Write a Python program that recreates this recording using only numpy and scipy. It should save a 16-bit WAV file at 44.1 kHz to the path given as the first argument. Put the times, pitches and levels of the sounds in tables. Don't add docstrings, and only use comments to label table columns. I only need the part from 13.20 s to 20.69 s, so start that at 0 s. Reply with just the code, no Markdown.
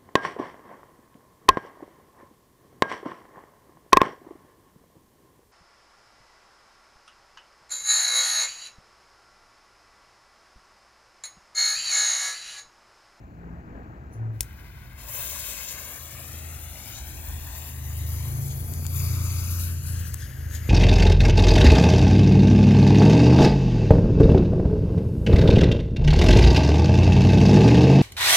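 import sys
import numpy as np
from scipy import signal
from scipy.fft import rfft, irfft, next_fast_len
from scipy.io import wavfile
from scipy.ndimage import uniform_filter1d, map_coordinates

SR = 44100
rng = np.random.default_rng(int(sys.argv[2]) if len(sys.argv) > 2 else 0)


def master_out(mix):
    frames = np.transpose(np.atleast_2d(mix))
    ceiling = np.clip(frames, -1, 1)
    pcm = np.round(ceiling * 32767).astype(np.int16)
    wavfile.write(sys.argv[1], SR, pcm)


N = 330309
TIME_S = np.arange(N) / SR

# time_s, rumble_db, boom_db, wash_db
TRAFFIC_LEVELS = [(0.0, -48, -47, -50), (0.56, -48, -48.5, -42.5), (1.11, -48, -44, -46.5),
                  (1.52, -46, -45.5, -55.5), (2.3, -47.5, -54, -53.5), (2.77, -53, -54, -53),
                  (3.3, -49.5, -49, -52.5), (4.3, -38, -51, -51), (4.55, -53, -53, -52.5),
                  (5.19, -43, -39.5, -45), (5.5, -42, -38.5, -45), (6.05, -54, -38, -48.5),
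                  (6.72, -44.5, -37.5, -52.5), (7.49, -41, -41, -51.5)]
# freq_hz, density_db
RUMBLE_SPECTRUM = [(12, -67), (20, -15.5), (30, -41), (42, -9.5), (59, 0.5), (80, -10), (90, -7.5),
                   (120, -26), (200, -120)]
BOOM_SPECTRUM = [(41, -38), (70, 0.5), (86, -9), (119, -1.5), (146, -12.5), (220, -22), (290, -49),
                 (480, -120)]
WASH_SPECTRUM = [(88, -15.5), (150, -9.5), (253, -10), (352, -13.5), (569, -21.5), (680, -16.5),
                 (920, -20.5), (1180, -21.5), (1370, -25.5), (1570, -22), (4000, -56), (5200, -95.5),
                 (8800, -120)]
# freq_hz, density_db
HISS_SPECTRUM = [(1470, -8.5), (2500, 4), (3180, -17), (4110, -6), (5440, -14.5), (7190, -11), (8330, -29),
                 (9080, -39), (12100, -22), (15200, -16), (16000, -22)]
# peak_s, pitch_hz, level_db, swell_20db_s, fade_20db_s, sag_hz_per_s
DRONE_TONES = [(0.3, 168.1, -41, .25, 0.23, 10), (1.04, 112, -25.5, 0.11, 0.21, 16)]
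# peak_s, level_db, rise_25db_s, fall_25db_s
FINGER_STROKE = (0.935, -59, .025, .08)
# freq_hz, density_db
SKIN_SPECTRUM = [(2350, -51), (4000, -13), (4960, -24), (5310, -9), (5830, -6), (6550, -5), (8210, -29),
                 (9770, -4), (11900, -22), (13800, -10), (16000, -15)]
# start_s, end_s, level_db
GAS_FLOWS = [(1.153, 1.196, -59.5), (1.24, 1.9, -50)]
# freq_hz, density_db
GAS_SPECTRUM = [(410, -45), (700, -4), (1120, -7.5), (1210, -4.5), (1620, -2.5), (1800, -8), (2080, -5.5),
                (2330, -4), (2560, -11), (5330, -18), (8310, -25.5), (13300, -15), (16000, -8)]
# start_s, level_db, t60_s
IGNITER_SNAPS = [(1.2074, -14, 0.0096), (1.2307, -33, 0.0041)]
# freq_hz, level_db, t60_s
SHELL_MODES = [(5570, -6.5, 0.017), (6620, -3.5, 0.013), (7400, -7, 0.015), (9550, 1, .007),
               (11800, -13, 0.0086), (14860, 1, .008)]
# time_s, fizz_db, roar_re_fizz_db, top_re_fizz_db
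FUSE_LEVELS = [(1.76, -70, -6, 12), (1.785, -55, 2, 10.5), (1.86, -51.5, -2, 10.5),
               (1.95, -44.5, -2.5, 16.5), (2.3, -40.5, -5.5, 7), (2.54, -46.5, -2.5, 9.5),
               (3.42, -52, -2, 13.5), (3.74, -46.5, -5.5, 5.5), (3.95, -51.5, -1.5, 12.5),
               (4.43, -49.5, -2, 10), (4.56, -52, -3, 10), (5.05, -49.5, -3.5, 10.5),
               (5.4, -52.5, -9.5, 13), (5.66, -51, -7, 9), (5.8, -45, -8.5, 11), (6.0, -41.5, -9.5, 2.5),
               (6.38, -43.5, -7.5, 7.5), (6.62, -51.5, -7.5, 7), (6.8, -47, -5.5, 7), (6.96, -55.5, 0, 9),
               (7.28, -56.5, 0.5, 7), (7.49, -55, 4.5, 8.5)]
# freq_hz, density_db
ROAR_OPEN = [(200, -31), (350, -13), (600, 1.5), (900, 1), (1300, -0.5), (2600, -1.5), (4000, -20),
             (5200, -65), (8800, -120)]
FIZZ_OPEN = [(1470, -46), (2500, -8.5), (2660, -14), (2940, -3), (3680, 0.5), (4490, -1.5), (5400, -0.5),
             (6990, 3.5), (8260, -7), (9500, -9.5), (12400, -14.5), (20900, -120)]
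TOP_OPEN = [(5000, -28.5), (8500, -19), (14800, 0), (15400, 2.5), (16000, -3.5)]
ROAR_HIDDEN = [(290, -32), (500, 3), (800, -1.5), (1500, 2), (2300, 3), (3000, -1), (4000, -22),
               (5200, -43), (8800, -120)]
FIZZ_HIDDEN = [(1470, -48), (2500, -21), (3310, -5.5), (4670, 3), (5280, -0.5), (6720, 5), (8310, -6),
               (9500, -19), (12400, -5), (20900, -120)]
TOP_HIDDEN = [(5000, -24.5), (8500, -14), (9750, -6), (10600, 2), (11200, 0.5), (15100, -0.5), (16000, -5)]
# time_s, hidden_share
FLAME_HIDING = [(4.4, 0.11), (5.3, 1)]
# peak_s, fizz_boost_db, top_boost_db, rise_s, fall_s
FUSE_SPURTS = [(2.489, 8.4, 0.5, 0.023, 0.065), (3.77, 3.46, -2, 0.032, 0.06),
               (5.01, 1.48, -1.5, .07, 0.097), (5.31, 8, -4.5, .02, 0.04), (5.66, 4, -2, 0.019, 0.016),
               (5.87, 1.45, 0, .03, .05), (6.4, 5.2, 4.5, .02, 0.14), (6.67, 1.85, 7.5, 0.02, 0.11),
               (6.88, 1.1, 5, 0.031, 0.027), (6.94, 10.7, 6, .01, 0.022), (7.03, 11.3, 2.5, 0.079, 0.044),
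               (7.32, 9, 5, 0.025, 0.023), (7.355, 13.9, 8, 0.035, 0.043)]
# start_s, high_band_db, low_band_db, left_re_right_db
LOUD_SPARKS = [(1.951, -26, -20, 8), (3.1194, -23, -29, -1), (5.538, -22, -40, 13),
               (5.6531, -36, -21.5, 15), (5.6662, -15.5, -31, 15), (5.802, -24, -21, 12),
               (6.397, -16.5, -31, 11), (6.9374, -26.5, -38, 7), (6.9432, -15, -18, 17),
               (7.311, -32, -22, 3), (7.334, -31, -21, -3), (7.351, -23, -22, -5)]
# time_s, cycle_hz, third_db, fourth_db, fifth_db
ENGINE_RUN = [(2.6, 25.4, -49, -61, -54.5), (3.05, 26.52, -44, -49, -47), (3.22, 26.78, -35.5, -55, -49.5),
              (3.52, 26.2, -39, -53, -50), (3.7, 26.22, -51.5, -47, -54), (4.15, 26.2, -31.5, -59, -45.5),
              (4.34, 26.32, -40.5, -63, -54), (4.61, 25.5, -31.5, -41, -36.5), (4.89, 25.95, -26, -32, -38),
              (5.21, 27.22, -33.5, -30, -27.5), (5.57, 28.34, -28.5, -45, -40),
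              (5.83, 28.55, -23.5, -30, -30.5), (6.14, 28.9, -24.5, -30, -43), (6.47, 28.9, -24, -50, -49),
              (6.65, 28.27, -30, -39, -37), (6.75, 28.2, -24, -36, -48), (7.09, 25.7, -36.5, -39.5, -39.5),
              (7.26, 26.37, -29, -44, -38.5), (7.45, 26.8, -26.5, -34, -50), (7.49, 27, -33, -31, -59)]
# order, level_re_third_db
ENGINE_ORDERS = [(2, -17), (6, -23.5), (7, -32.5), (8, -30.5), (9, -31), (10, -42), (11, -32), (12, -39)]
# time_s, centre_hz, level_re_fizz_db
HOLLOW_RESONANCE = [(5.68, 1158, -23), (5.76, 1177, -12), (6.38, 1300, -14), (6.5, 1559, -14.5),
                    (6.87, 1607, -7.5), (6.95, 1630, -9), (7.03, 1662, 7), (7.08, 1650, -6),
                    (7.25, 1640, 1), (7.49, 1660, -13)]
# time_s, level_db
SLAT_ECHO = [(1.2, -23), (4.5, -45), (5.6, -23), (5.8, -15.5), (6.4, -28), (6.7, -22), (7.49, -10)]
# time_s, distance_m
WALK_PATH = [(1.35, 1.01), (1.8, 1.09), (2.4, 1.09), (3, 1.354), (3.15, 1.566), (3.75, 2.03), (4.05, 2.36),
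             (4.95, 2.9), (5.1, 3.08), (5.8, 3.55), (6.2, 3.72), (6.6, 4.38), (7, 4.92), (7.49, 5)]
# time_s, level_db, treble_share
GROUND_ECHO = [(1.8, -6, .7), (2.4, -5, .7), (2.9, -5, .4), (4.65, -7, .75), (5.4, -11, .7), (5.8, -5, .3),
               (6.2, -5, .05), (7, -2.5, .12)]
# freq_hz, left_re_right_db
PORT_BALANCE = [(60, 0.5), (92, 1.5), (140, 1), (210, 0.5), (330, 2.5), (500, 0.5), (770, 2.5), (1170, 4),
                (1790, 9.5), (2740, 8), (4190, 5.5), (6410, 11.5), (9810, 12.5), (15000, 5)]
# time_s, left_lead_ms
MIC_AIM = [(2.9, -0.011), (3.3, -0.024), (3.7, -0.0064), (4.6, -0.0066), (5.2, 0.014), (6.4, 0.0084),
           (6.8, -0.043), (7.1, -0.073)]
# freq_hz, left_lead_rad
HOUSING_PHASE = [(0, -10), (340, -0.5), (1640, 1.33), (2500, 1.15), (3100, 2), (3700, 1.5), (4220, 1.73),
                 (4480, 5), (5000, 3.5), (6800, 4), (7490, 6.5), (7750, 8.5), (9220, 7.5), (16500, 5)]

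HISS_DB, BAND_LIMIT_HZ = -68, 15950
VALVE_FADE_S, SLAT_DELAY_MS = 0.068, 0.431
FLAME_HEIGHT_M, MIC_HEIGHT_M, SOUND_M_PER_MS = .45, 1.2, .343
SNAP_SHADED_SHARE = .5


def amp(db):
    return 10 ** (np.asarray(db) / 20)


def unit_rms(x):
    return x / np.sqrt(np.mean(x ** 2) + 1e-20)


def log_interp(points, hz):
    knots_hz, values = np.transpose(points)
    return np.interp(np.log(hz + 1), np.log(knots_hz + 1), values)


def curves(rows):
    time_s, *columns = np.transpose(rows)
    return [np.interp(TIME_S, time_s, column) for column in columns]


def gate(rows, fade_s):
    start_s, end_s = rows[0][0], rows[-1][0]
    return np.interp(TIME_S, [start_s - fade_s, start_s, end_s, end_s + fade_s], [0, 1, 1, 0])


def wobble(rate_hz):
    return map_coordinates(rng.standard_normal(int(N * rate_hz / SR) + 4), [TIME_S * rate_hz])


def filtered(x, response):
    size = next_fast_len(N + 8192)
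    return irfft(rfft(x, size) * response(np.fft.rfftfreq(size, 1 / SR)), size)[..., :N]


def coloured(x, spectrum):
    return unit_rms(filtered(x, lambda hz: amp(log_interp(spectrum, hz))))


def delayed(x, delay_ms):
    return map_coordinates(x, [np.arange(N) - delay_ms * SR / 1000], order=5)


def patchy(x, depth_db):
    bins = signal.stft(x, nperseg=256)[2]
    field = uniform_filter1d(uniform_filter1d(rng.standard_normal(bins.shape), 5, 0), 25, 1)
    return signal.istft(bins * amp(depth_db * unit_rms(field)), nperseg=256)[1][:N]


def at_ports(x, left_lead_ms, scatter):
    pair = np.array([delayed(x, -left_lead_ms / 2), delayed(x, left_lead_ms / 2)])
    bin_hz, _, bins = signal.stft(pair, SR, nperseg=128)
    share = np.clip(log_interp(scatter, bin_hz), 0, 1)[:, None]
    phasors = np.exp(2j * np.pi * rng.random(bins.shape))
    bins *= np.sqrt(1 - share) + 0.68 * np.sqrt(share) * phasors
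    pair = signal.istft(bins, SR, nperseg=128)[1][:, :N]
    return filtered(pair, lambda hz: amp(np.outer([.5, -.5], log_interp(PORT_BALANCE, hz))))


def traffic():
    rumble_db, boom_db, wash_db = curves(TRAFFIC_LEVELS)
    noise = rng.standard_normal((3, N))
    rumble = amp(rumble_db) * coloured(noise[0], RUMBLE_SPECTRUM)
    boom = amp(boom_db) * coloured(noise[1], BOOM_SPECTRUM)
    wash = amp(wash_db + 1.23 * wobble(7.6)) * coloured(noise[2], WASH_SPECTRUM)
    return rumble + boom, wash


def air_buffet():
    rumble_db = curves(TRAFFIC_LEVELS)[0]
    spectrum = [(18, -50), (30, -30), (46, -5), (60, -3), (90, -57.5)]
    return amp(rumble_db - 11) * coloured(rng.standard_normal((2, N)), spectrum)


def mic_hiss():
    hiss = amp(HISS_DB) * coloured(rng.standard_normal(N), HISS_SPECTRUM)
    return at_ports(hiss, -0.00099, scatter=[(4000, 0.78), (14000, 0.032)])


def drones():
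    out = np.zeros(N)
    for peak_s, hz, db, swell_s, fade_s, sag_hz_per_s in DRONE_TONES:
        t = TIME_S - peak_s
        level_db = db - 20 * np.maximum(-t / swell_s, t / fade_s) ** 2
        out += amp(level_db) * np.sin(2 * np.pi * (hz - sag_hz_per_s * t / 2) * t)
    return out


def finger_rub():
    peak_s, db, rise_s, fall_s = FINGER_STROKE
    level_db = db - 25 * np.maximum((peak_s - TIME_S) / rise_s, (TIME_S - peak_s) / fall_s)
    return amp(level_db) * coloured(rng.standard_normal(N), SKIN_SPECTRUM)


def gas_jet():
    gas = coloured(rng.standard_normal(N), GAS_SPECTRUM) * amp(0.98 * wobble(40.67))
    flow = sum(amp(db) * gate([(start_s,), (end_s,)], VALVE_FADE_S) ** 2
               for start_s, end_s, db in GAS_FLOWS)
    return gas * flow


def igniter():
    out, t = np.zeros(N), np.arange(SR // 8) / SR
    for start_s, db, t60_s in IGNITER_SNAPS:
        ring = sum(amp(mode_db - 60 * t / mode_t60_s) * np.sin(2 * np.pi * hz * t)
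                   for hz, mode_db, mode_t60_s in SHELL_MODES)
        noise = rng.standard_normal(len(t) + 1)
        decay = amp(-60 * t / t60_s) + amp(-21.5 - 60 * t / 0.14)
        crack = (np.diff(noise) + 0.17 * noise[1:]) * decay
        push = t / 0.00029 * np.exp(1 - t / 0.00018)
        thud = amp(-60 * t / 0.093) * np.sin(2 * np.pi * 62 * t)
        snap = amp(-4) * crack + amp(-6.5) * ring + amp(-26) * push - amp(-13) * thud
        out[round(start_s * SR):][:len(t)] += amp(db) * snap
    return out


def fuse():
    fizz_db, roar_db, top_db = curves(FUSE_LEVELS)
    spurt_db, flare_db = sum(
        np.outer(boosts_db, np.interp(TIME_S, [peak_s - rise_s, peak_s, peak_s + fall_s], [0, 1, 0]))
        for peak_s, *boosts_db, rise_s, fall_s in FUSE_SPURTS)
    hidden, = curves(FLAME_HIDING)
    sputter_db = 0.53 * wobble(18) + 0.6 * wobble(70) + 0.15 * wobble(300)
    onsets = rng.random(N) < 150 / SR
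    crackle = onsets * amp(np.minimum(4.8 * rng.exponential(size=N), 24)) * rng.choice([-1, 1], N)
    jet = rng.standard_normal(N) + 0.03 * unit_rms(crackle)

    def band(open_spectrum, hidden_spectrum):
        return (1 - hidden) * coloured(jet, open_spectrum) + hidden * coloured(jet, hidden_spectrum)

    fizz = band(FIZZ_OPEN, FIZZ_HIDDEN) + (amp(spurt_db) - 1) * coloured(jet, FIZZ_OPEN)
    top = amp(top_db + flare_db + 1.03 * wobble(25)) * band(TOP_OPEN, TOP_HIDDEN)
    roar = amp(roar_db + 0.44 * sputter_db) * band(ROAR_OPEN, ROAR_HIDDEN)
    burn = amp(sputter_db - 1.76) * (fizz + top) + roar + hollow_rush(half_width_hz=170)
    return gate(FUSE_LEVELS, fade_s=.03) * amp(fizz_db) * burn


def loud_sparks():
    out, t = np.zeros((2, N + SR)), np.arange(SR // 50) / SR
    high = signal.butter(2, 4000, "high", fs=SR, output="sos")
    low = signal.butter(2, [800, 4000], "band", fs=SR, output="sos")
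    for start_s, high_db, low_db, pan_db in LOUD_SPARKS:
        burst = (t == 0) + 0.37 * rng.standard_normal(len(t)) * amp(-60 * t / 0.006)
        spark = amp(high_db) * signal.sosfilt(high, burst) + amp(low_db) * signal.sosfilt(low, burst)
        out[:, round(start_s * SR):][:, :len(t)] += amp([[pan_db / 2], [-pan_db / 2]]) * spark
    return out[:, :N]


def engine():
    cycle_hz, *levels_db = curves(ENGINE_RUN)
    cycle_rad = 2 * np.pi * np.cumsum(cycle_hz) / SR

    def tone(order, db, flutter):
        gain = amp(db + flutter * wobble(7.2))
        return gain * np.sin(order * cycle_rad + flutter * wobble(9) + rng.uniform(0, 5.87))

    main = sum(tone(order, db, flutter=.15) for order, db in zip((3, 4, 5), levels_db))
    others = sum(tone(order, levels_db[0] + db, flutter=.19) for order, db in ENGINE_ORDERS)
    return gate(ENGINE_RUN, fade_s=.1) * (main + others)


def hollow_rush(half_width_hz):
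    centre_hz, db = curves(HOLLOW_RESONANCE)
    slow = filtered(rng.standard_normal((2, N)), lambda hz: 1 / (1 + (hz / half_width_hz) ** 2))
    phase_rad = 2 * np.pi * np.cumsum(centre_hz) / SR
    rush = unit_rms(slow[0] * np.cos(phase_rad) + slow[1] * np.sin(phase_rad))
    return gate(HOLLOW_RESONANCE, fade_s=.02) * amp(db) * rush


def from_crate(x):
    x = x + amp(curves(SLAT_ECHO)[0]) * delayed(x, SLAT_DELAY_MS)
    pair = at_ports(x, curves(MIC_AIM)[0], scatter=[(500, .44), (2000, .34), (6000, .12), (15000, .55)])
    knots_hz, lead_rad = np.transpose(HOUSING_PHASE)
    return filtered(pair, lambda hz: np.exp(1j * np.outer([.5, -.5], np.interp(hz, knots_hz, lead_rad))))


def with_ground_echo(pair):
    distance_m, = curves(WALK_PATH)
    echo_db, treble_share = curves(GROUND_ECHO)
    direct_m = np.hypot(distance_m, MIC_HEIGHT_M - FLAME_HEIGHT_M)
    bounce_m = np.hypot(distance_m, MIC_HEIGHT_M + FLAME_HEIGHT_M)
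    lag_ms = (bounce_m - direct_m) / SOUND_M_PER_MS + .007 * wobble(9)
    echo = np.array([delayed(port, lag_ms) for port in pair])
    dull = filtered(echo, lambda hz: 1 / (1 + (hz / 3000) ** 3))
    treble = np.array([patchy(port, depth_db=3) for port in echo - dull])
    return pair + amp(echo_db) * (amp(1) * dull + 1.05 * treble_share * treble)


def scene():
    flame = from_crate(patchy(fuse(), depth_db=1.55) + gas_jet() + finger_rub())
    snap = at_ports(igniter(), left_lead_ms=0.019, scatter=[(100, .001), (5000, 0.021)])
    hiss = mic_hiss()
    near = with_ground_echo(flame + (1 - SNAP_SHADED_SHARE) * snap + loud_sparks())
    near += SNAP_SHADED_SHARE * snap
    road_low, wash = traffic()
    far = at_ports(road_low + drones() + engine(), left_lead_ms=-0.45, scatter=[(60, .004), (300, .0099)])
    far += at_ports(wash, left_lead_ms=-0.36, scatter=[(200, 0.075), (1000, 0.47), (4000, 0.79)])
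    return near + far + air_buffet() + hiss


def record(dry):
    return filtered(dry, lambda hz: hz < BAND_LIMIT_HZ)


dry = scene()
out = record(dry)
master_out(out)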